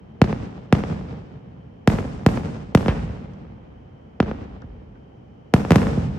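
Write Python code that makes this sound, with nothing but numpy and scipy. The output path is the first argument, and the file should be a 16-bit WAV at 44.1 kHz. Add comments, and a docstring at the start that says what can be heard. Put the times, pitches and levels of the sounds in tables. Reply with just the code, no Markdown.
"""Night fireworks heard from a roof

Shells burst over a murmuring town, low booms thud among them, a few faint snaps click nearby.
Each blast is one short pressure pulse; walls slap it back, the town returns a long rolling echo.
Murmur, hiss and snaps are filtered noise.
The microphone delays bass behind treble, so every bang sweeps quickly downwards."""
import sys
import numpy as np
from scipy import signal
from scipy.fft import rfft, irfft, next_fast_len
from scipy.io import wavfile
from scipy.ndimage import uniform_filter1d

SR = 44100
rng = np.random.default_rng(int(sys.argv[2]) if len(sys.argv) > 2 else 0)


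def generate_wav(sig):
    """Save sig (samples, or channels by samples) to the path in sys.argv[1] as 16-bit PCM at SR."""
    pcm = np.round(np.clip(np.atleast_2d(sig).T, -1, 1) * 32767).astype(np.int16)
    wavfile.write(sys.argv[1], SR, pcm)


N = 272802
RESPONSE_SAMPLES = 3 * 2 ** 15
FREQS_HZ = np.fft.rfftfreq(RESPONSE_SAMPLES, 1 / SR)

# night murmur spectrum, relative: freq_hz, density_db_per_hz
NIGHT_SPECTRUM = [(20, -14), (50, -3), (100, 0), (190, -4), (400, -9.5), (800, -15.5), (1500, -29.5),
                  (2600, -36), (3700, -46), (6000, -51), (9000, -68), (16000, -74)]
# likeness of the two ears in diffuse sound: freq_hz, correlation (-1..1)
EAR_LIKENESS = [(60, 0.96), (130, 0.95), (290, 0.6), (640, -0.53), (1400, -0.2), (3100, 0.1), (6500, 0.15),
                (10000, 0.6)]
# shell bursts; the first is over, only its echo is left: start_s, level_db, boom_hz, air_cut_hz, town_db
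SHELLS = [(-0.8, 5.5, 150, 9000, 0), (0.2167, 6.8, 155, 6400, -2.8), (0.7261, 5.8, 150, 7200, -0.2),
          (1.8754, 5.5, 152, 17000, -0.5), (2.2635, 5.7, 154, 14600, -0.3), (2.7497, 7.5, 159, 17000, -1.5),
          (4.2023, 4, 212, 4200, -3.2), (5.5388, 6.3, 157, 17000, 0), (5.7070, 4.5, 150, 15000, -0.5),
          (5.7192, 3, 152, 15000, 0.7), (5.7583, 4.9, 148, 17000, 2.1)]
# low booms and thuds, the first with a ragged crack, the others dull: start_s, level_db, boom_hz, air_cut_hz
LOW_BOOMS = [(2.8828, -1.3, 87, 2900), (4.224, -11.5, 52, 130), (4.639, -22.5, 52, 200),
             (5.975, -1, 130, 280)]
# left channel's lead for sound straight from the fireworks: freq_hz, lead_rad
LEFT_LEAD = [(100, 0), (1500, 0.5), (3800, 1.75), (6500, 1.3), (8500, 0.7), (11000, 1), (13000, 0.2)]
# roof underfoot and parapet: delay_s, level_db, bass_cut_hz, treble_cut_hz, right_lag_ms
ROOF_ECHOES = [(0.0017, -14, 3000, 24000, -0.095), (0.00303, -10, 2000, 12000, 0.03),
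               (0.0042, -19, 300, 11000, -.05)]
# walls around: delay_s, level_db, bass_cut_hz, treble_cut_hz, right_lag_ms
WALL_ECHOES = [(0.0245, -16, 100, 5000, 0.012), (0.0280, -17, 1500, 9000, -.3),
               (0.0340, -20.5, 50, 500, .6), (0.0590, -25, 200, 3500, .1), (0.0787, -23, 200, 2800, -.1),
               (0.1110, -14.3, 146, 3000, 0.0051)]
# near streets' echo against the blast: freq_hz, level_db
STREETS_LEVEL = [(40, 4), (80, -6.7), (160, -5.2), (300, -6.8), (700, -5.2), (2000, -6.4), (4000, -4.3),
                 (6000, -0.8), (9000, -1.3), (15000, -4)]
# near streets' decay: freq_hz, t60_s
STREETS_T60 = [(60, 1.36), (250, 1.42), (1000, 1.38), (4000, 1.45), (8000, 1.12), (14000, 0.24)]
# far echo against the blast: freq_hz, level_db
FAR_LEVEL = [(40, -8.5), (80, -15.5), (200, -11), (500, -17), (1500, -21.5), (4000, -17.5), (10000, -38)]
# far decay: freq_hz, t60_s
FAR_T60 = [(60, 4.2), (300, 2.86), (1500, 6.5), (8000, 0.47)]
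# small snaps nearby: start_s, level_db, centre_hz, t60_s
SNAPS = [(3.334, -59, 4530, 0.027), (4.6185, -43, 4280, 0.0078), (4.6190, -45, 1180, 0.075),
         (4.9538, -54, 1260, .08)]
# overall colour of the sound: freq_hz, gain_db
OVERALL_COLOUR = [(110, 1.6), (220, 2.5), (350, -2), (460, 2.4), (660, -0.5), (780, 1.7), (950, -0.2),
                  (2800, 3.2), (4100, 3.7), (5200, 6.5), (9000, 5.3), (10200, 1), (11700, 11), (13800, -4),
                  (15200, -2.5), (16500, -24)]
# right channel against left: freq_hz, gain_db
RIGHT_COLOUR = [(100, 0.4), (700, 0.7), (2500, 0.3), (3500, -3), (4800, -5.7), (6500, -6), (8500, -1.3),
                (15000, 1)]

NIGHT_DB, HISS_DB = -47.5, -76  # RMS ahead of the overall colour
SHELL_Q, SHELL_FRONT_HZ = 1.15, 1450
LOW_BOOM_Q, LOW_BOOM_FRONT_HZ = 0.9, 3500
# rooftop scatter is relative to the town echo
SHELL_WALLS_DB, SHELL_ROOFTOPS_DB, SHELL_ROOFTOPS_T60_S = 0.5, -13, 0.056
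LOW_BOOM_WALLS_DB, LOW_BOOM_ROOFTOPS_DB, LOW_BOOM_ROOFTOPS_T60_S = -7, 0, 0.16
LOW_BOOM_TOWN_DB = 0.5
BAND_EDGE_HZ = 16500


def amp(db):
    """Decibels to gain."""
    return 10 ** (np.asarray(db) / 20)


def read(points, hz):
    """Reads a spectrum table, linear over log frequency."""
    f, value = np.transpose(points)
    return np.interp(np.log(hz + 1), np.log(f + 1), value)


def add(mix, start_s, sound):
    """Mixes in a stereo sound; what lies before time zero is dropped."""
    at = round(start_s * SR)
    sound = sound[:, max(-at, 0):]
    part = mix[:, max(at, 0):][:, :sound.shape[1]]
    part += sound[:, :part.shape[1]]


def diffuse(size):
    """White noise from all around; ear likeness varies with frequency."""
    left, other = rfft(rng.standard_normal((2, size)))
    same = np.clip(read(EAR_LIKENESS, np.fft.rfftfreq(size, 1 / SR)), -1, 1)
    right = same * left + np.sqrt(1 - same ** 2) * other
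    return irfft(np.array([left, right]), size)


def band(x, hz, width_hz):
    """Keeps a bell-shaped band at unit RMS."""
    f = np.fft.rfftfreq(x.shape[-1], 1 / SR)
    bell = np.exp(-((f - hz) / width_hz) ** 2)
    kept = irfft(rfft(x) * bell, x.shape[-1])
    return kept / kept.std()


def lowpass(cut_hz):
    """Response of a causal two-pole low-pass."""
    s = 1j * FREQS_HZ / cut_hz
    return 1 / (1 + np.sqrt(2) * s + s * s)


def night():
    """Steady murmur of distant traffic and air as shaped noise, with a thin narrow hiss."""
    size = next_fast_len(N)
    spectrum = amp(read(NIGHT_SPECTRUM, np.fft.rfftfreq(size, 1 / SR)))
    wash = irfft(rfft(diffuse(size)) * spectrum, size)[:, :N]
    hiss = amp(HISS_DB) * band(diffuse(size), hz=3077, width_hz=196)[:, :N]
    return wash / wash.std() * amp(NIGHT_DB) + hiss


def blast(boom_hz, q, front_hz, air_hz):
    """Spectrum of a pressure jump that swings back into suction; distance rounds its front."""
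    s = 1j * FREQS_HZ
    swing = s / (s * s + s * boom_hz / q + boom_hz ** 2)
    return SR / (2 * np.pi) * swing / (1 + s / front_hz) * lowpass(air_hz)


def arrival(delay_s, lag_ms):
    """Response of one path to the two ears: pure delays."""
    ear_delays_s = np.array([[delay_s], [delay_s + lag_ms / 1000]])
    return np.exp(-2j * np.pi * FREQS_HZ * ear_delays_s)


def reflections(rows):
    """Sum of single echoes: a small surface returns no bass, a rough one no treble."""
    s = 1j * FREQS_HZ
    total = 0
    for delay_s, level_db, low_hz, top_hz, lag_ms in rows:
        surface = s / (s + low_hz) * lowpass(top_hz)
        total = total + amp(level_db) * surface * arrival(delay_s, lag_ms)
    return total


def scatter(t60_s, low_hz, size=8192):
    """Response of many small surfaces close together: a brief ragged burst with weak bass."""
    burst = diffuse(size) * np.exp(-np.log(1000) * np.arange(size) / SR / t60_s)
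    highpass = (1j * FREQS_HZ / low_hz) ** 2 * lowpass(low_hz)
    return rfft(burst / np.linalg.norm(burst[0]), RESPONSE_SAMPLES) * highpass


def facades(per_s=240, spread_db=3.5, top_hz=2600):
    """Randomly timed single echoes from house fronts on all sides, a few of them strong."""
    count = 1000
    gap, size, side = rng.random((3, count))
    at = 40 + (np.cumsum(-np.log(gap)) * SR / per_s).astype(int)
    height = amp(spread_db * np.minimum(-np.log(size), np.pi)) * rng.choice([-1, 1], count)
    lag = np.round(24 * side - 12).astype(int)  # samples
    inside = at < RESPONSE_SAMPLES - 40
    taps = np.zeros((2, RESPONSE_SAMPLES))
    taps[0, at[inside]] = height[inside]
    taps[1, (at + lag)[inside]] = height[inside]
    return irfft(rfft(taps / taps.std()) * lowpass(top_hz))


def dying(colour, t60s, hz, t_s, rise_s):
    """Power over frequency and time of an echo that builds up and dies by band."""
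    life_s = np.maximum(read(t60s, hz), .01)[:, None] / np.log(10 ** 6)
    power = amp(read(colour, hz))[:, None] ** 2 / (life_s * SR)
    return power * np.exp(-t_s / life_s) * (1 - np.exp(-(t_s / rise_s) ** 2))


def town_echoes(count, lumps_db=1.7):
    """Rolling echoes for different places in the sky; house blocks make them grainy and lumpy."""
    noises = np.array([.8 * diffuse(RESPONSE_SAMPLES) + .6 * facades() for _ in range(count)], np.float32)
    hz, t_s, z = signal.stft(noises, SR, nperseg=512)
    power = dying(STREETS_LEVEL, STREETS_T60, hz, t_s, rise_s=.02)
    power = power + dying(FAR_LEVEL, FAR_T60, hz, t_s, rise_s=0.24)
    lumps = uniform_filter1d(rng.standard_normal((count, 1, 1, len(t_s))), size=6, axis=-1)  # about 35 ms
    z *= np.sqrt(power).astype(np.float32)
    z *= amp(lumps_db * lumps / lumps.std()).astype(np.float32)
    return rfft(signal.istft(z, SR, nperseg=512)[1][..., :RESPONSE_SAMPLES])


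def fireworks():
    """Each blast arrives straight, off the roof, off rough walls and through the town."""
    out, towns = np.zeros((2, N)), town_echoes(count=5)
    straight = np.exp(-1j * np.outer([0, 1], read(LEFT_LEAD, FREQS_HZ)))
    near = straight + reflections(ROOF_ECHOES)
    walls = reflections(WALL_ECHOES)
    fade = np.minimum(np.linspace(10, 0, RESPONSE_SAMPLES), 1)

    def heard(k, pulse, walls_db, rooftops_db, rooftops_t60_s, town_db):
        """One pulse over all paths; railings and rooftops scatter each blast differently."""
        railings = amp(-6) * scatter(t60_s=0.035, low_hz=3000)
        rooftops = amp(rooftops_db) * scatter(t60_s=rooftops_t60_s, low_hz=650)[0] * straight
        roughness = 1 + amp(-4.5) * scatter(t60_s=0.016, low_hz=900)
        slaps = amp(walls_db) * walls * roughness
        town = amp(town_db) * (rooftops + towns[k % len(towns)])
        return fade * irfft(pulse * (near + railings + slaps + town))

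    for k, (start_s, level_db, boom_hz, air_hz, town_db) in enumerate(SHELLS):
        pulse = amp(level_db) * blast(boom_hz, SHELL_Q, SHELL_FRONT_HZ, air_hz)
        sound = heard(k, pulse, SHELL_WALLS_DB, SHELL_ROOFTOPS_DB, SHELL_ROOFTOPS_T60_S, town_db)
        add(out, start_s, sound)
    for k, (start_s, level_db, boom_hz, air_hz) in enumerate(LOW_BOOMS, len(SHELLS)):
        pulse = amp(level_db) * blast(boom_hz, LOW_BOOM_Q, LOW_BOOM_FRONT_HZ, air_hz)
        sound = heard(k, pulse, LOW_BOOM_WALLS_DB, LOW_BOOM_ROOFTOPS_DB, LOW_BOOM_ROOFTOPS_T60_S,
                      LOW_BOOM_TOWN_DB)
        add(out, start_s, sound)
    return out


def snaps():
    """Faint soft clicks: each a decaying puff of noise in one broad band."""
    out, t_s = np.zeros((2, N)), np.arange(8192) / SR
    onset = np.minimum(t_s / .002, 1)
    for start_s, level_db, centre_hz, t60_s in SNAPS:
        puff = band(diffuse(len(t_s)), centre_hz, centre_hz / 2)
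        decay = np.exp(-np.log(1000) * t_s / t60_s)
        add(out, start_s, amp(level_db) * puff * onset * decay)
    return out


def scene():
    """Blasts, their echoes and snaps over the quiet town."""
    return night() + fireworks() + snaps()


def microphone(hz, low_hz=46, order=6):
    """Steep low cut and overall colour; all-pass stages hold the bass back by about 12 ms."""
    turn_hz = 160
    s = 1j * hz
    left_db = read(OVERALL_COLOUR, hz)
    colour = amp([left_db, left_db + read(RIGHT_COLOUR, hz)])
    low_cut = signal.freqs(*signal.butter(order, low_hz, "high", analog=True), hz)[1]
    return colour * low_cut * ((turn_hz - s) / (turn_hz + s)) ** order


def record(dry):
    """Microphone response and overall colour, a soft ceiling on the peaks, then the band limit."""
    size = next_fast_len(N + SR)
    response = microphone(np.fft.rfftfreq(size, 1 / SR))
    heard = irfft(rfft(dry, size) * response, size)[:, :N]
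    heard = heard / (1 + (heard / .97) ** 8) ** (1 / 8)
    band_limit = signal.firwin(511, BAND_EDGE_HZ, window=("kaiser", 9), fs=SR)
    return signal.oaconvolve(heard, band_limit[None], "same", axes=1)


dry = scene()
out = record(dry)
generate_wav(out)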